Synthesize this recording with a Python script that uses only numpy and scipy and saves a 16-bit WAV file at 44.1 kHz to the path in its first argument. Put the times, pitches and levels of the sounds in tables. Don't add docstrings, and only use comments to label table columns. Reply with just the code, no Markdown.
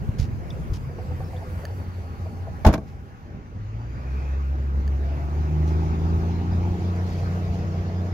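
import sys
import numpy as np
from scipy import signal
from scipy.fft import rfft, irfft, next_fast_len
from scipy.io import wavfile
from scipy.ndimage import uniform_filter1d, map_coordinates

SR = 44100
rng = np.random.default_rng(int(sys.argv[2]) if len(sys.argv) > 2 else 0)


def wav_record(signal):
    frames = np.transpose(np.atleast_2d(signal))
    bounded = np.clip(frames, -1, 1)
    quanta = np.round(bounded * 32767).astype(np.int16)
    wavfile.write(sys.argv[1], SR, quanta)


N = 358533


def amp(db):
    return 10 ** (np.asarray(db) / 20)


def unit(x):
    return x / np.sqrt(np.mean(x ** 2) + 1e-20)


def along(points, hz):
    f, v = np.transpose(points)
    return np.interp(np.log(hz + 1), np.log(f + 1), v)


def curves(rows):
    s, *cols = np.transpose(rows)
    return [np.interp(np.arange(N) / SR, s, c) for c in cols]


def wobble(rate):
    knots = rng.standard_normal(int(N * rate / SR) + 4)
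    return map_coordinates(knots, [np.arange(N) * rate / SR])


def filtered(x, response):
    n = x.shape[-1]
    m = next_fast_len(n + 4096)
    return irfft(rfft(x, m) * response(np.fft.rfftfreq(m, 1 / SR)), m)[..., :n]


def noise(t, colour, tilt=np.ones_like):
    coloured = unit(filtered(rng.standard_normal(np.shape(t)), colour))
    return filtered(coloured, tilt)


def rush(spectrum, patchy_db):
    # hz, share
    alike = [(60, 0.98), (300, 0.79), (1000, 0.78), (3000, 0.2), (10000, 0.043)]
    z = signal.stft(rng.standard_normal((3, N)), nperseg=512)[2]
    field = uniform_filter1d(rng.standard_normal(z.shape[1:]), size=5, axis=0)
    field = uniform_filter1d(field, size=10, axis=1)
    rows = signal.istft(z * amp(patchy_db * unit(field)), nperseg=512)[1][:, :N]

    def response(hz):
        share = np.clip(along(alike, hz), 0, 1)
        return amp(along(spectrum, hz)) * np.sqrt([share, 1 - share, 1 - share])

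    rows = filtered(rows, response)
    return rows / np.sqrt(np.mean(rows[0] ** 2 + rows[1] ** 2))


def ring(modes, t, scatter, blur_hz=0):
    chance = scatter * rng.standard_normal((len(modes), 2)) * [2, .03]
    steps = uniform_filter1d(rng.standard_normal((len(modes), len(t))), size=150)
    drift = np.cumsum(steps, axis=1) * np.sqrt(2 * np.pi * blur_hz / SR)
    return sum(amp(db + more_db - 60 * t / t60) * np.sin(2 * np.pi * hz * (1 + bend) * t + phase)
               for (hz, db, t60), (more_db, bend), phase in zip(modes, chance, drift))


def add(track, s, sound):
    start = round(s * SR)
    track[..., start:start + sound.shape[-1]] += sound


def delayed(x, ms):
    return map_coordinates(x, [np.arange(N) - ms * SR / 1000], mode="nearest")


def slam():
    # start_s, latch_db, panel_db, rattle_db, rattle_t60_s,
    # rattle_tilt_db_per_octave
    contacts = [(2.648, -16.5, -27, -17.5, 0.028, -2.5), (2.652, -12.5, -29, -20, 0.012, -7),
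                (2.662, -15.5, -15.5, -25.5, 0.16, -4.5), (2.664, -38, -18.5, -19, 0.048, 3),
                (2.686, -25, -14.5, -27.5, 0.02, 2.5), (2.727, -43, -28, -26, 0.029, 2.5),
                (2.737, -31, -21.5, -16, 0.027, 0.5), (2.751, -40, -32, -28.5, 0.036, -4),
                (2.778, -33.5, -27.5, -31.5, 0.014, 0.5)]
    # pitch_hz, level_db, t60_s
    latch_modes = [(843, 0.5, 0.068), (1007, -3.5, 0.045), (1504, -1, 0.0085)]
    # pitch_hz, level_db, t60_s
    panel_modes = [(155.2, -0.5, 0.23), (202.4, 2, 0.18), (300, 2.5, .11), (434, -5.5, 0.13),
                   (624, -1.5, 0.15), (777, -8, 0.1), (1093, -12, .12)]
    # pitch_hz, level_over_rattle_db, t60_s
    steel_modes = [(1600, -8, .06), (2340, -12, .05), (6150, -26, .07), (11000, -26, .055),
                   (13670, -33, .08)]
    # hz, db_per_hz
    rattle_spectrum = [(200, -34.5), (600, -8.5), (1300, -15), (2630, -26), (6040, -32), (12100, -37),
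                       (15800, -43.5)]
    rebound_s, panel_side_db, blur_hz, rattle_hold_power = 2.7, -17, 24, 1.8
    out, t = np.zeros((2, N + SR)), np.arange(SR // 4) / SR
    attack = 1 - np.exp(-t / 0.0013)
    for s, latch_db, panel_db, rattle_db, t60, tilt_db in contacts:
        sheet = lambda: ring(panel_modes, t, scatter=0.66, blur_hz=blur_hz)
        panel = sheet() + amp(panel_side_db) * sheet() * [[1], [-1]]
        latch = ring(latch_modes, t, scatter=0.34, blur_hz=blur_hz)
        metal = amp(latch_db) * latch + amp(panel_db) * panel
        apart = noise([t, t], lambda hz: amp(along(rattle_spectrum, hz)),
                      lambda hz: amp(tilt_db * np.log2((hz + 500) / 3500)))
        side = filtered(apart[0] - apart[1], lambda hz: hz ** 2 / (hz ** 2 + 800 ** 2))
        apart = apart.mean(axis=0) + [[.5], [-.5]] * side
        thin = (s > rebound_s) * ring(steel_modes, t, scatter=.3, blur_hz=blur_hz)
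        decay = amp(-60 * (t / t60) ** rattle_hold_power)
        add(out, s, (metal + amp(rattle_db) * (decay * apart + thin)) * attack)
    return out[:, :N]


def boom():
    # start_s, level_db
    pushes = [(2.6639, -0.5), (2.6865, -5)]
    # pitch_hz, level_db, t60_s
    cabin_modes = [(69.6, -1.5, 0.3), (51, -5.5, 0.14), (116.6, -16.5, 0.3), (191, 0.5, .045)]
    out, t = np.zeros((2, N + SR)), np.arange(SR // 4) / SR
    for s, db in pushes:
        add(out, s, -amp(db) * ring(cabin_modes, t, scatter=0) * (1 - np.exp(-t / .003)))
    return out[:, :N]


def knocks():
    # start_s, level_db, pitch_hz
    hits = [(0.984, -30.5, 677), (1.106, -36, 715), (1.201, -30, 712), (1.33, -32.5, 679),
            (1.417, -32, 670), (1.634, -31, 572), (2.255, -30, 602), (2.468, -27, 612)]
    bounce_s, bounce_db = 0.011, -1.5
    out, t = np.zeros((2, N + SR)), np.arange(SR // 4) / SR
    attack = 1 - np.exp(-t / 0.0018)
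    for s, db, hz in hits:
        modes = [(hz, -3, .04), (.76 * hz, -4, .05), (1.25 * hz, -6, .05), (1.6 * hz, -10, .03)]
        add(out, s, amp(db) * ring(modes, t, scatter=.5) * attack)
        bounce = ring([(1.073 * hz, 0, .06)], t, scatter=0.43)
        add(out, s + bounce_s, amp(db + bounce_db) * bounce * attack)
    return out[:, :N]


def engine():
    # time_s, firing_hz, level_db
    drive = [(3.3, 46, -41), (3.55, 48.77, -31), (3.8, 56.26, -26.5), (4.11, 65.64, -27),
             (4.25, 67.82, -27), (4.99, 69, -25.5), (5.26, 73.4, -31.5), (5.55, 76.78, -23),
             (5.9, 80.92, -25), (6.2, 83.57, -23.5), (6.7, 89.26, -25), (7, 89.5, -26.5), (8.13, 90.7, -29)]
    # hz, gain_db
    pipe = [(48, -11.5), (56, -12.5), (66, 3.5), (90, -0.8), (105, 5.5), (135, -7.5), (155, 2.5),
            (180, -1.5)]
    # hz, gain_db
    pull = [(110, 1), (150, -15), (225, 4), (262, -8.5), (288, 4.5), (315, -3.5), (343, 0), (378, 1.5),
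            (435, -13)]
    # order, cruise_db
    orders = [(4, -9), (5, 7), (7, -0.5), (8, -4), (10, -8), (11, -1), (12, -12), (13, -5.5), (14, -7),
              (15, -5.5), (16, -6.5)]
    # hz, db_per_hz
    rasp_spectrum = [(350, -46), (520, -14.5), (700, 1.5), (850, 6.5), (1100, -11.5), (1800, -42)]
    second_db = -7
    growl_full_db, growl_db_per_octave, growl_follows, full_hz = -45.5, 50, 0.17, 79.7
    ease_start_s, ease_end_s, eased_duller = 6.7, 7.0, 1.217
    clear_start_s, clear_end_s, edge_s = 4.4, 5.02, 0.22
    waver_clear, waver_hidden = 0.041, 0.19
    puff_power, puff_scatter_db = 1.6, 1.6

    hz, level_db = curves(drive)
    t = np.arange(N) / SR
    turn = np.cumsum(hz / 3) * 2 * np.pi / SR
    hidden = np.clip(np.maximum(clear_start_s - t, t - clear_end_s) / edge_s, 0, 1)
    waver = waver_clear + (waver_hidden - waver_clear) * hidden
    path = lambda: 1 + waver * (wobble(14) + .6j * wobble(14))
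    first = amp(level_db + along(pipe, hz)) * path() * np.exp(3j * turn)
    second = amp(level_db + second_db + along(pipe, 2 * hz)) * path() * np.exp(6j * turn)
    note = first + second

    eased = np.interp(t, [ease_start_s, ease_end_s], [0, 1])
    growl = np.zeros(N)
    for k, cruise_db in orders:
        order_db = along(pull, k * hz / 3) * (1 - eased) + cruise_db * eased + 1.8 * wobble(4)
        growl += amp(order_db) * np.cos(k * turn + 2 * np.pi * rng.random() + .2 * wobble(5))
    growl_db = growl_full_db + growl_db_per_octave * np.log2(np.minimum(hz / full_hz, 1))
    growl_db = growl_db + growl_follows * (level_db - level_db.max())

    firing = np.cos(3 * turn / 2) ** 2
    puffs = unit((0.45 + firing ** puff_power) * amp(puff_scatter_db * wobble(40)))
    pulling = noise(t, lambda f: amp(along(rasp_spectrum, f)))
    cruising = noise(t, lambda f: amp(along(rasp_spectrum, f * eased_duller)))
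    rasp = amp(growl_db) * puffs * (np.sqrt(1 - eased) * pulling + np.sqrt(eased) * cruising)
    fade = np.clip((t - drive[0][0]) / 0.14 + 1, 0, 1)
    return fade * (rasp - np.sqrt(2) * (note.real + amp(growl_db) * growl))


def scuffs():
    # start_s, length_s, level_db
    strokes = [(0.183, 0.092, -48.5), (0.732, 0.06, -51.5), (2.867, 0.12, -63), (5.671, 0.079, -57),
               (7.06, 0.28, -59), (7.53, 0.076, -60.5)]
    # hz, db_per_hz
    scrape_spectrum = [(400, -14), (2000, -2), (3500, -2), (5200, 0), (7000, -5), (12000, -12),
                       (15800, -20)]
    out, t = np.zeros((2, N + SR)), np.arange(SR // 4) / SR
    scrape = lambda f: amp(along(scrape_spectrum, f))
    for s, length, db in strokes:
        stroke = np.clip(np.minimum(t / 0.0052, (length - t) / (0.81 * length)), 0, 1)
        grain = amp(2.2 * unit(uniform_filter1d(rng.standard_normal(len(t)), size=150)))
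        add(out, s, amp(db) * stroke * grain * (noise(t, scrape) + 1.1 * noise([t, t], scrape)))
    return out[:, :N]


def clicks():
    # start_s, level_db
    taps = [(1.653, -36.5), (4.878, -44), (6.962, -50)]
    # pitch_hz, level_db, t60_s
    part_modes = [(1765, 3, 0.031), (2980, 5, 0.0037), (4600, 0.5, 0.02), (6300, -2, 0.006),
                  (8600, -3, 0.019), (11800, -13, 0.0084)]
    out, t = np.zeros((2, N + SR)), np.arange(SR // 4) / SR
    for s, db in taps:
        burst = amp(-60 * t / 0.0066) * rng.standard_normal(len(t))
        add(out, s, amp(db) * (ring(part_modes, t, scatter=0.16) + burst))
    return out[:, :N]


def squeaks():
    # start_s, level_db, pitch_hz, t60_s, width_octaves
    chirps = [(0.502, -45, 5200, .03, .15), (0.505, -42, 3550, 0.035, .07), (1.24, -61, 5300, 0.26, .04),
              (1.365, -54, 3500, 0.06, 0.09)]
    out, t = np.zeros((2, N + SR)), np.arange(SR // 4) / SR
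    for s, db, hz, t60, octaves in chirps:
        band = lambda f: np.exp(-.5 * (np.log2((f + 1) / hz) / octaves) ** 2)
        add(out, s, amp(db - 60 * t / t60) * noise(t, band))
    return out[:, :N]


def hums():
    # start_s, end_s, start_hz, end_hz, width_hz, level_db, left_lag_ms
    tones = [(.9, 2.7, 88, 90, 16, -35, .2), (.4, 1.4, 135, 135, 16, -41, .2),
             (.9, 1.7, 490, 515, 45, -48.5, .1), (1.55, 3.5, 800, 800, 70, -56, .1),
             (.7, 2.65, 4720, 4400, 150, -69.5, .42), (4.95, 5.4, 680, 670, 80, -47.5, .1),
             (3.95, 4.45, 2350, 2580, 300, -55, .42), (3.8, 5.7, 1800, 1150, 450, -55.5, .3),
             (3.7, 4.1, 4640, 4740, 280, -69, .42)]
    out, t = np.zeros((2, N)), np.arange(N) / SR
    for s0, s1, hz0, hz1, width_hz, db, lag_ms in tones:
        phase = np.cumsum(np.interp(t, [s0, s1], [hz0, hz1])) * 2 * np.pi / SR
        swell = np.sqrt(np.sin(np.interp(t, [s0, s1], [0, np.pi])).clip(0))
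        carrier = wobble(width_hz) * np.cos(phase) + wobble(width_hz) * np.sin(phase)
        hum = amp(db) * swell * carrier
        out += [np.roll(hum, round(lag_ms * SR / 1000)), hum]
    return out


def wind():
    # time_s, level_db
    buffeting = [(0, -33.5), (.9, -38), (1.7, -52.5), (2.7, -37), (3.6, -55), (4.7, -56.5), (5.3, -37.5),
                 (6.3, -40.5), (7, -49)]
    # start_s, peak_db, pitch_hz, left_over_right_db
    thumps = [(0.09, -8, 109, 3), (0.196, -7.5, 106, -4), (0.217, -16.5, 60.4, -19),
              (0.698, -17.5, 51.5, 1), (0.72, -11.5, 83.5, 3.5)]
    spectrum = [(12, -41.5), (45, -5.5), (130, -7), (300, -31.5), (600, -82.5)]  # hz, db_per_hz
    low = lambda hz: amp(along(spectrum, hz))
    gusts = amp(2.3 * np.array([wobble(9.9), wobble(3.5)]))
    lumps = gusts * filtered(rng.standard_normal((2, N)), low)
    out, t = amp(curves(buffeting)[0]) * unit(lumps), np.arange(SR // 8) / SR
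    for s, db, hz, pan_db in thumps:
        puff = 1.83 * np.sin(2 * np.pi * hz * t) * hz * t * np.exp(1 - 3.0 * hz * t)
        add(out, s, amp(db + pan_db * np.array([[.5], [-.5]])) * puff)
    return out


def traffic(turned):
    # time_s, hiss_db, air_db
    lot = [(0, -51, -63), (.54, -51.5, -62.5), (1.65, -50, -58.5), (2.04, -51.5, -63), (3, -52, -63),
           (3.5, -52.5, -72), (4.15, -47, -65), (4.66, -50.5, -67.5), (5.75, -46.5, -63),
           (6.6, -47.5, -63.5), (7.3, -46.5, -60.5), (8.13, -48.5, -67.5)]
    # time_s, level_db
    rumble_level = [(0, -31.5), (.8, -37), (4.6, -35), (6.5, -32), (8.13, -34.5)]
    # hz, db_per_hz
    rumble, roar = [(25, -20), (59, -3), (87, -1), (99, -3.5), (139, -7.5), (223, -13), (271, -16.5),
                    (450, -27.5), (580, -32), (990, -120)], [(180, -37), (300, -4), (400, -1.5), (600, -5), (940, -9), (2000, -48.5)]
    hiss, air = [(650, -27.5), (1100, 7), (1700, 0), (2630, -5.5), (3400, -13), (5540, -14.5), (6800, -16),
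                 (9500, -51)], [(5000, -39.5), (8000, -1.5), (10000, -7.5), (12600, -6.5), (15800, -12)]
    # hz, db_per_hz
    sizzle = [(2000, -34), (3300, 1), (5500, -2.5), (7000, -6.5), (9000, -32.5)]
    roar_mean_db, roar_follows, sizzle_under_hiss_db = -46.5, 0.96, -12
    (hiss_db, air_db), (rumble_db,) = curves(lot), curves(rumble_level)
    roar_db = roar_mean_db + roar_follows * (hiss_db - hiss_db.mean())
    swell = wobble(4)
    low = amp(rumble_db + 1.7 * wobble(9)) * rush(rumble, patchy_db=1.5)
    low = low + amp(roar_db + 0.49 * swell) * rush(roar, patchy_db=2.5)
    high = amp(hiss_db + 0.33 * swell + 0.53 * wobble(10)) * rush(hiss, patchy_db=2.0)
    high = high + amp(air_db + 0.77 * swell + 1.1 * wobble(14)) * rush(air, patchy_db=2.5)
    high = high + amp(hiss_db + sizzle_under_hiss_db) * np.sin(turned) * rush(sizzle, patchy_db=5.0)
    return low, high


def scene():
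    # time_s, left_lag_ms
    car_lag = [(3, .2), (4, .3), (6, .3), (7.2, .12), (8.13, .14)]
    turn_start_s, turn_end_s = 5, 7.2
    road_right_lag_ms, road_left_lag_ms = .42, -.38
    turned = np.interp(np.arange(N) / SR, [turn_start_s, turn_end_s], [0, np.pi / 2])
    low, high = traffic(turned)
    car, road = low[0] + engine(), high[0]
    left = delayed(car, curves(car_lag)[0])
    left = left + np.cos(turned) * delayed(road, road_right_lag_ms)
    left = left + np.sin(turned) * delayed(road, road_left_lag_ms)
    far = np.array([left, car + road]) + low[1:] + high[1:]
    hatch = slam() + boom() + knocks()
    return far + hatch + scuffs() + clicks() + squeaks() + hums() + wind()


def record(dry):
    # hz, gain_db
    mic = [(6800, 1), (8600, -11), (10500, -2)]
    threshold_db, top_hz = -14.0, 15830
    power = np.abs(uniform_filter1d(np.mean(dry ** 2, axis=0), size=441))
    level_db = 10 * np.log10(power + 1e-12)
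    climb_db = 3.65 * np.arange(N) / SR
    held_db = np.maximum.accumulate(np.maximum(level_db - threshold_db, 0) + climb_db) - climb_db
    cut_db = uniform_filter1d(0.5 * held_db, size=2205, origin=1100)
    x = dry * amp(-cut_db)
    x = x / (1 + np.abs(x) ** 8) ** (1 / 8)
    return filtered(x, lambda hz: amp(along(mic, hz)) * (hz < top_hz))


dry = scene()
out = record(dry)
wav_record(out)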